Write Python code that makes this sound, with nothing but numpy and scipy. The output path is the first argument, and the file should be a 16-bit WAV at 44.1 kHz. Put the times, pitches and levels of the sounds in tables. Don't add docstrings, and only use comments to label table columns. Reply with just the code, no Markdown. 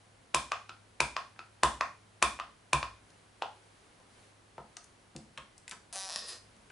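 import sys
import numpy as np
from scipy import signal
from scipy.io import wavfile

SR = 44100
rng = np.random.default_rng(int(sys.argv[2]) if len(sys.argv) > 2 else 0)


def invert_db(level):
    return 10 ** (np.asarray(level, dtype=float) / 20)


def transcribe(u):
    v = np.clip(np.atleast_2d(u).T, -1, 1)
    q = np.round(v * 32767).astype(np.int16)
    wavfile.write(sys.argv[1], SR, q)


N = 295911

# t/s, peak level/dB, hollow f/Hz, case level/dB and crack level/dB (both re peak)
SLAPS = [
    (0.345, -19, 1053, 5, 8.5),
    (1.003, -19, 957, 10, 6),
    (1.633, -12.5, 1038, -11, 1.5),
    (2.225, -15, 1087, 5, 6.5),
    (2.731, -16.5, 1030, 5, 5.5),
]
PULLS = [
    (0.518, -21, 1166, 0.5, -2),
    (1.165, -23.5, 1100, -3, -1.5),
    (1.809, -19, 1110, -3.5, -5),
    (2.389, -35, 1050, -17, -22),
    (2.398, -27.5, 1184, -6.5, -7),
    (2.828, -26.5, 1074, 1.5, -2),
    (3.421, -23, 837, -13, -8.5),
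]
DROPS = [
    (0.693, -36.5, 1337, 1.8, -1),
    (1.391, -35.5, 1333, 1.5, -2.5),
]
# f/Hz, level/dB, t60/s
CASE_MODES = [(1890, -6.5, 0.0031), (2830, -6, 0.0053)]
# f/Hz, level/dB, t60/s
RIM_MODES = [(3450, 73, 0.0038), (4450, -16, 0.014), (5100, -43, 0.0052)]


def pad():
    body, bright, spread = np.zeros((3, N))
    kinds = [(SLAPS, -14, -13.5), (PULLS, -74, -15.6), (DROPS, -15.5, -13.5)]
    for blows, thud_db, squeeze_db in kinds:
        for s, db, hollow_hz, case_db, crack_db in blows:
            touch = contact(click=14.0, rise_s=.0007, spread_s=.0012)
            slap = contact(click=2.5, rise_s=.0007, spread_s=.0035)
            scatter_db = rng.normal(0, 2.5, 6)
            top_hz = np.clip(6500 * invert_db(0.41 * (db + crack_db + 21.5)), 5200, 11000)

            blow = struck_body(touch, hollow_hz, case_db, thud_db, scatter_db[:2])
            add(body, s, invert_db(db + 2.5) * soft(blow, top_hz))
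            add(body, s - .005, invert_db(db + squeeze_db) * squeezed_air(hollow_hz))

            rim = invert_db(-8) * peak_one(ring(touch, RIM_MODES, scatter_db[3:]))
            rough = crack(slap, low_hz=2400, high_hz=top_hz) + rim
            even = crack(touch, low_hz=2400, high_hz=top_hz) + rim
            add(bright, s, invert_db(db + crack_db - 2.0) * rough)
            add(spread, s, invert_db(db + crack_db - 2.5) * rms_one(even) * np.std(rough))
    return body, bright, spread


def struck_body(touch, hollow_hz, case_db, thud_db, scatter_db):
    hollow = [(0.56 * hollow_hz, -6, .011), (hollow_hz, 0, .022), (1.704 * hollow_hz, -7, .008)]
    clear_hz = 2405 * max(hollow_hz / 1050, 1) ** 0.16
    thud = [(257, 0.5, 0.0078), (348, -5.5, 0.04), (612, -19.5, 0.048)]
    blow = peak_one(ring(touch, hollow))
    blow += invert_db(-4) * peak_one(ring(touch, CASE_MODES, scatter_db))
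    blow += invert_db(case_db - 6.0) * peak_one(ring(touch, [(clear_hz, 0, 0.016)]))
    blow += invert_db(thud_db) * peak_one(ring(touch, thud))
    return blow


def squeezed_air(hollow_hz):
    flow = rng.standard_normal(220) * np.linspace(0, 1, 220)
    return peak_one(ring(flow, [(hollow_hz, 0, .006), (3.3 * hollow_hz, -4, .003)]))


# t/s, peak level/dB of the low pair, level/dB of the upper pair (re low)
BOOMS = [
    (0.346, -46, 4),
    (1.005, -43, 3.5),
    (1.632, -36.5, -3),
    (2.224, -41, -11),
    (2.733, -36.5, 5),
    (4.579, -57.5, 4.5),
    (5.15, -57.5, 13),
    (5.374, -63.5, 8),
]
# f/Hz, level/dB, t60/s
TABLE_LOW_MODES = [(58, 0, .5), (70, -1, .45)]
# f/Hz, level/dB, t60/s
TABLE_UPPER_MODES = [(136, 0, .22), (150, -3, .22)]


def table():
    out, push = np.zeros(N), np.zeros(SR)
    push[:200] = np.hanning(200) / 100
    for s, db, upper_db in BOOMS:
        low = ring(push, TABLE_LOW_MODES)
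        upper = invert_db(upper_db + 4.0) * ring(push, TABLE_UPPER_MODES)
        add(out, s, invert_db(db - 1.5) * (low + upper))
    return out


# start t/s, slip rate f/Hz at start, at end, level/dB at start, at end
SLIPS = [
    (5.9270, 400, 340, -38, -41),
    (5.9576, 193, 192, -32, -32),
    (6.0302, 192, 190, -32, -38),
    (6.0896, 125, 228, -30, -33),
    (6.1599, 150, 150, -22, -22),
    (6.1663, 185, 222, -31, -33),
    (6.2048, 360, 520, -39, -41),
    (6.2846, 370, 360, -34, -38),
    (6.336, 330, 300, -42, -49),
]
# t/s, panel load level/dB, pin grip level/dB
SWING = [
    (5.927, -2, 5.5),
    (5.96, 1, 3),
    (6.0, -4.5, -1),
    (6.08, -1.5, -2),
    (6.2, -11, -6),
    (6.25, -4, -10),
    (6.28, -9.5, 1),
    (6.36, 2, -11),
    (6.4, -3, -20),
]
# f/Hz, level/dB, t60/s
HINGE_MODES = [(1110, -23, 0.067), (1870, -11.5, 0.028), (2520, -15, 0.011), (3770, 0, 0.0052),
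               (4130, -8.5, 0.027), (4880, 6.5, 0.0033)]
# f/Hz, level/dB, t60/s
PIN_MODES = [(7400, 2, 0.00087), (9800, 11.5, 0.0017)]


def hinge():
    swing_start_s, swing_end_s, catch_s = SLIPS[0][0], 6.387, .002
    slips = np.zeros(N)
    ends_s = [run[0] for run in SLIPS[1:]] + [swing_end_s]
    for (start, rate0, rate1, db0, db1), end in zip(SLIPS, ends_s):
        size = round((end - catch_s - start) * SR)
        uneven = 1 + (rate0 > 300) * 2.0 * rng.standard_normal(size)
        cycles = np.cumsum(np.linspace(rate0, rate1, size) * uneven) / SR
        count = np.maximum.accumulate(np.floor(cycles))
        add(slips, start, np.diff(count, prepend=-1) * np.linspace(invert_db(db0), invert_db(db1), size))
    slips *= invert_db(.8 * rng.standard_normal(N))
    slips += signal.lfilter([.06], [1, -.96], slips) * rng.standard_normal(N)

    load_db, grip_db = in_time(SWING)
    since = np.clip(np.arange(N) / SR, swing_start_s, swing_end_s) - swing_start_s
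    panel_hz = np.clip(722 - 1400 * (since - 0.15), 474, 722)
    leaf_hz = 6110 - 2700 * since
    kicks = np.diff(slips, prepend=0)
    metal = ring(slips, HINGE_MODES) + invert_db(grip_db) * ring(slips, PIN_MODES)
    metal += invert_db(-3.0) * gliding(kicks, leaf_hz, t60=0.011)
    panel = invert_db(load_db + 11.5) * gliding(kicks, panel_hz, t60=0.016)
    return invert_db(-5.5) * metal + panel


# t/s, ring peak level/dB, ring
# f/Hz, crack level/dB, thud level/dB
CLICKS = [(3.103, -59, 820, -58, -75), (4, -54.5, 900, -68, -74), (4.58, -34, 860, -93, -56.5),
          (4.6, -53, 860, -87, -50), (4.768, -48, 1310, -41.5, -69), (4.842, -76, 1380, -51.5, -79),
          (5.163, -48, 690, -42, -47), (5.375, -34, 2040, -53.5, -60), (5.579, -69, 762, -49.5, -67),
          (5.679, -44, 1650, -39.5, -79), (5.694, -72, 1160, -45, -73.5), (5.711, -49, 1560, -40, -79),
          (5.72, -37.5, 1640, -49, -58), (6.565, -70, 762, -65, -60), (6.7, -46, 1520, -67, -70),
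          (1.36, -52, 1620, -75, -60),
    (2.218, -32, 1080, -55, -53),
    (5.152, -59, 620, -75, -43.5),
    (5.252, -70, 700, -80, -72),
    (5.381, -49, 1000, -50, -54),
    (5.716, -44, 1530, -48, -60),
    (5.73, -53, 1000, -53, -70),
    (6.16, -69, 600, -76, -57),
    (5.956, -42, 630, -80, -61),
]


def clicks():
    body, bright = np.zeros((2, N))
    thud = [(201.0, 2, 0.063), (324.7, -4.5, 0.064), (519.4, 1.5, 0.025)]
    for s, db, hz, crack_db, thud_db in CLICKS:
        low_hz, crack_hz = (4770, 6800) if crack_db - db > 18 else (1760, 4230)
        touch = contact(click=2.2, rise_s=.0002, spread_s=0.0043)
        broad = [(.55 * hz, -4, .012), (hz, 0, .008), (1.6 * hz, -2, .004)]
        add(body, s, invert_db(db + 1.0) * peak_one(soft(ring(touch, broad), top_hz=9.0 * hz)))
        add(body, s, invert_db(thud_db + 4.0) * peak_one(soft(ring(touch, thud), top_hz=1200)))
        brief = touch * np.exp(-np.arange(len(touch)) / SR / 0.006)
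        add(bright, s, invert_db(crack_db + 9) * crack(brief, low_hz, high_hz=min(2.02 * crack_hz, 13000)))
    return body, bright, invert_db(-2.5) * bright


# f/Hz, t60/s, level/dB, left-right likeness/1
ROOM = [(140, 0.78, 0, 0.93), (417, 0.27, 3.5, 0.9), (1000, 0.26, 8.5, 0.81), (2470, 0.33, 1, 0.53),
        (5130, 0.37, 2.5, 0.51), (9800, 0.33, 2.5, 0.7)]


def room(x):
    t = np.arange(SR // 2) / SR

    def decay(hz):
        gain = invert_db(at_hz(ROOM, hz, order=2) - 60 * t / at_hz(ROOM, hz))
        return gain, at_hz(ROOM, hz, order=3)

    tail = bands(len(t), decay)
    tail *= 1 - np.exp(-(t / .005) ** 2)
    tail /= np.sqrt(np.sum(tail ** 2) / 2)
    return invert_db(-5) * signal.fftconvolve(tail, x[None], axes=1)[:, :N]


# f/Hz, level/dB
HISS = [(20, -11.5), (48, -5), (213, -7), (945, -10), (1610, -13), (3670, -19), (7750, -24.5),
        (11000, -22.5)]
# f/Hz, left-right likeness/1
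LIKENESS = [(60, 1), (220, 0.68), (840, 0.05), (3140, 0.4), (11700, 0.83)]
# middle t/s, length t/s, hiss swell level/dB
RUSTLE = [
    (3.15, 0.31, 2),
    (3.75, 0.99, 2),
    (4.2, 0.28, 4.5),
    (4.8, 0.59, 0.5),
    (6.7, 1, 2),
]
# middle t/s, length t/s, level/dB above its rest
HUM = [(0.05, 0.64, 8), (0.72, 0.58, 9.5), (1.05, 0.16, 15), (1.5, 0.65, 7.5), (2.05, 1, 7.5),
       (2.87, .45, 14), (3.55, .9, 5), (4.35, 0.71, 8), (5.2, 0.74, 2), (5.8, 0.22, 2), (6.45, 0.28, 7)]


def background():
    high_db = swells(RUSTLE)
    low_db = 0.65 * high_db

    def shape(hz):
        share = np.clip(np.log2(hz / 1500) / 2, 0, 1)
        swell_db = (1 - share) * low_db * min(hz / 400, 1) + share * high_db
        return invert_db(at_hz(HISS, hz) + swell_db), at_hz(LIKENESS, hz)

    hum_hz, hum_rest_db, hiss_db = 103.3, -75.5, -62
    tone = np.sqrt(2) * np.sin(2 * np.pi * hum_hz * np.arange(N) / SR)
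    return invert_db(hiss_db) * rms_one(bands(N, shape)) + invert_db(hum_rest_db + swells(HUM)) * tone


def ring(clicks, modes, scatter_db=0.):
    out = 0
    for k, (hz, db, t60) in enumerate(modes):
        r, w = invert_db(-60 / (t60 * SR)), 2 * np.pi * hz / SR
        gain = (-1) ** k * invert_db(db + np.take(scatter_db, k, mode="wrap")) / 2
        out = out + signal.lfilter([gain, 0, -gain], [1, -2 * r * np.cos(w), r * r], clicks + 1e-18)
    return out


def gliding(clicks, hz, t60):
    turn = np.exp(2j * np.pi * np.cumsum(hz) / SR)
    return np.real(turn * signal.lfilter([1], [1, -invert_db(-60 / (t60 * SR))], clicks * np.conj(turn)))


def contact(click, rise_s, spread_s):
    t = np.arange(3000) / SR
    burst = rng.standard_normal(len(t)) * (1 - np.exp(-t / rise_s)) * np.exp(-t / spread_s)
    burst[round(rise_s * SR)] += click
    return burst


def crack(touch, low_hz, high_hz):
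    band = signal.butter(2, [low_hz, high_hz], "band", fs=SR, output="sos")
    return peak_one(signal.sosfilt(band, touch))


def soft(x, top_hz):
    return signal.sosfilt(signal.butter(2, min(top_hz, 15000), fs=SR, output="sos"), x)


def bands(size, shape):
    out, edges = 0, 18 * 2 ** np.arange(0, 10, .5)
    white = rng.standard_normal((2, 2, size))
    for k, (low, high) in enumerate(zip(edges, edges[1:])):
        band = signal.butter(2, [low, high], "band", fs=SR, output="sos")
        mid, side = signal.sosfilt(band, white[k % 2])
        gain, alike = shape(np.sqrt(low * high))
        alike = np.clip(alike, -1, 1)
        out = out + gain * (np.sqrt(1 + alike) * mid + np.sqrt(1 - alike) * side * [[1], [-1]])
    return out


def swells(rows):
    t = np.arange(N) / SR
    return np.max([db * np.cos(np.pi * np.clip((t - s) / length, -.5, .5)) for s, length, db in rows], axis=0)


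def in_time(rows):
    s, *columns = np.transpose(rows)
    return [np.interp(np.arange(N) / SR, s, c) for c in columns]


def at_hz(points, hz, order=1):
    return np.interp(np.log(hz), np.log(np.array(points)[:, 0]), np.array(points)[:, order])


def rms_one(x):
    return x / np.sqrt(np.mean(x ** 2) + 1e-20)


def peak_one(x):
    return x / np.max(np.abs(x))


def add(track, s, sound):
    at = round(s * SR)
    track[at:at + len(sound)] += sound[:N - at]


def scene():
    body, bright, spread = np.add(pad(), clicks())
    creak = hinge()
    sent = body + spread + invert_db(-3) * creak
    direct = body * invert_db([[.3], [-.3]]) + bright * invert_db([[1.8], [-1.8]]) + creak * invert_db([[.4], [-.4]])
    return direct + room(sent) + table() + background()


def top_cut(x):
    return signal.sosfilt(signal.butter(12, 12330, fs=SR, output="sos"), x)


def record(dry):
    low_pass = signal.cheby2(14, 32, 11200, fs=SR, output="sos")
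    mix = signal.sosfilt(low_pass, dry)
    return top_cut(mix)


dry = scene()
out = record(dry)
transcribe(out)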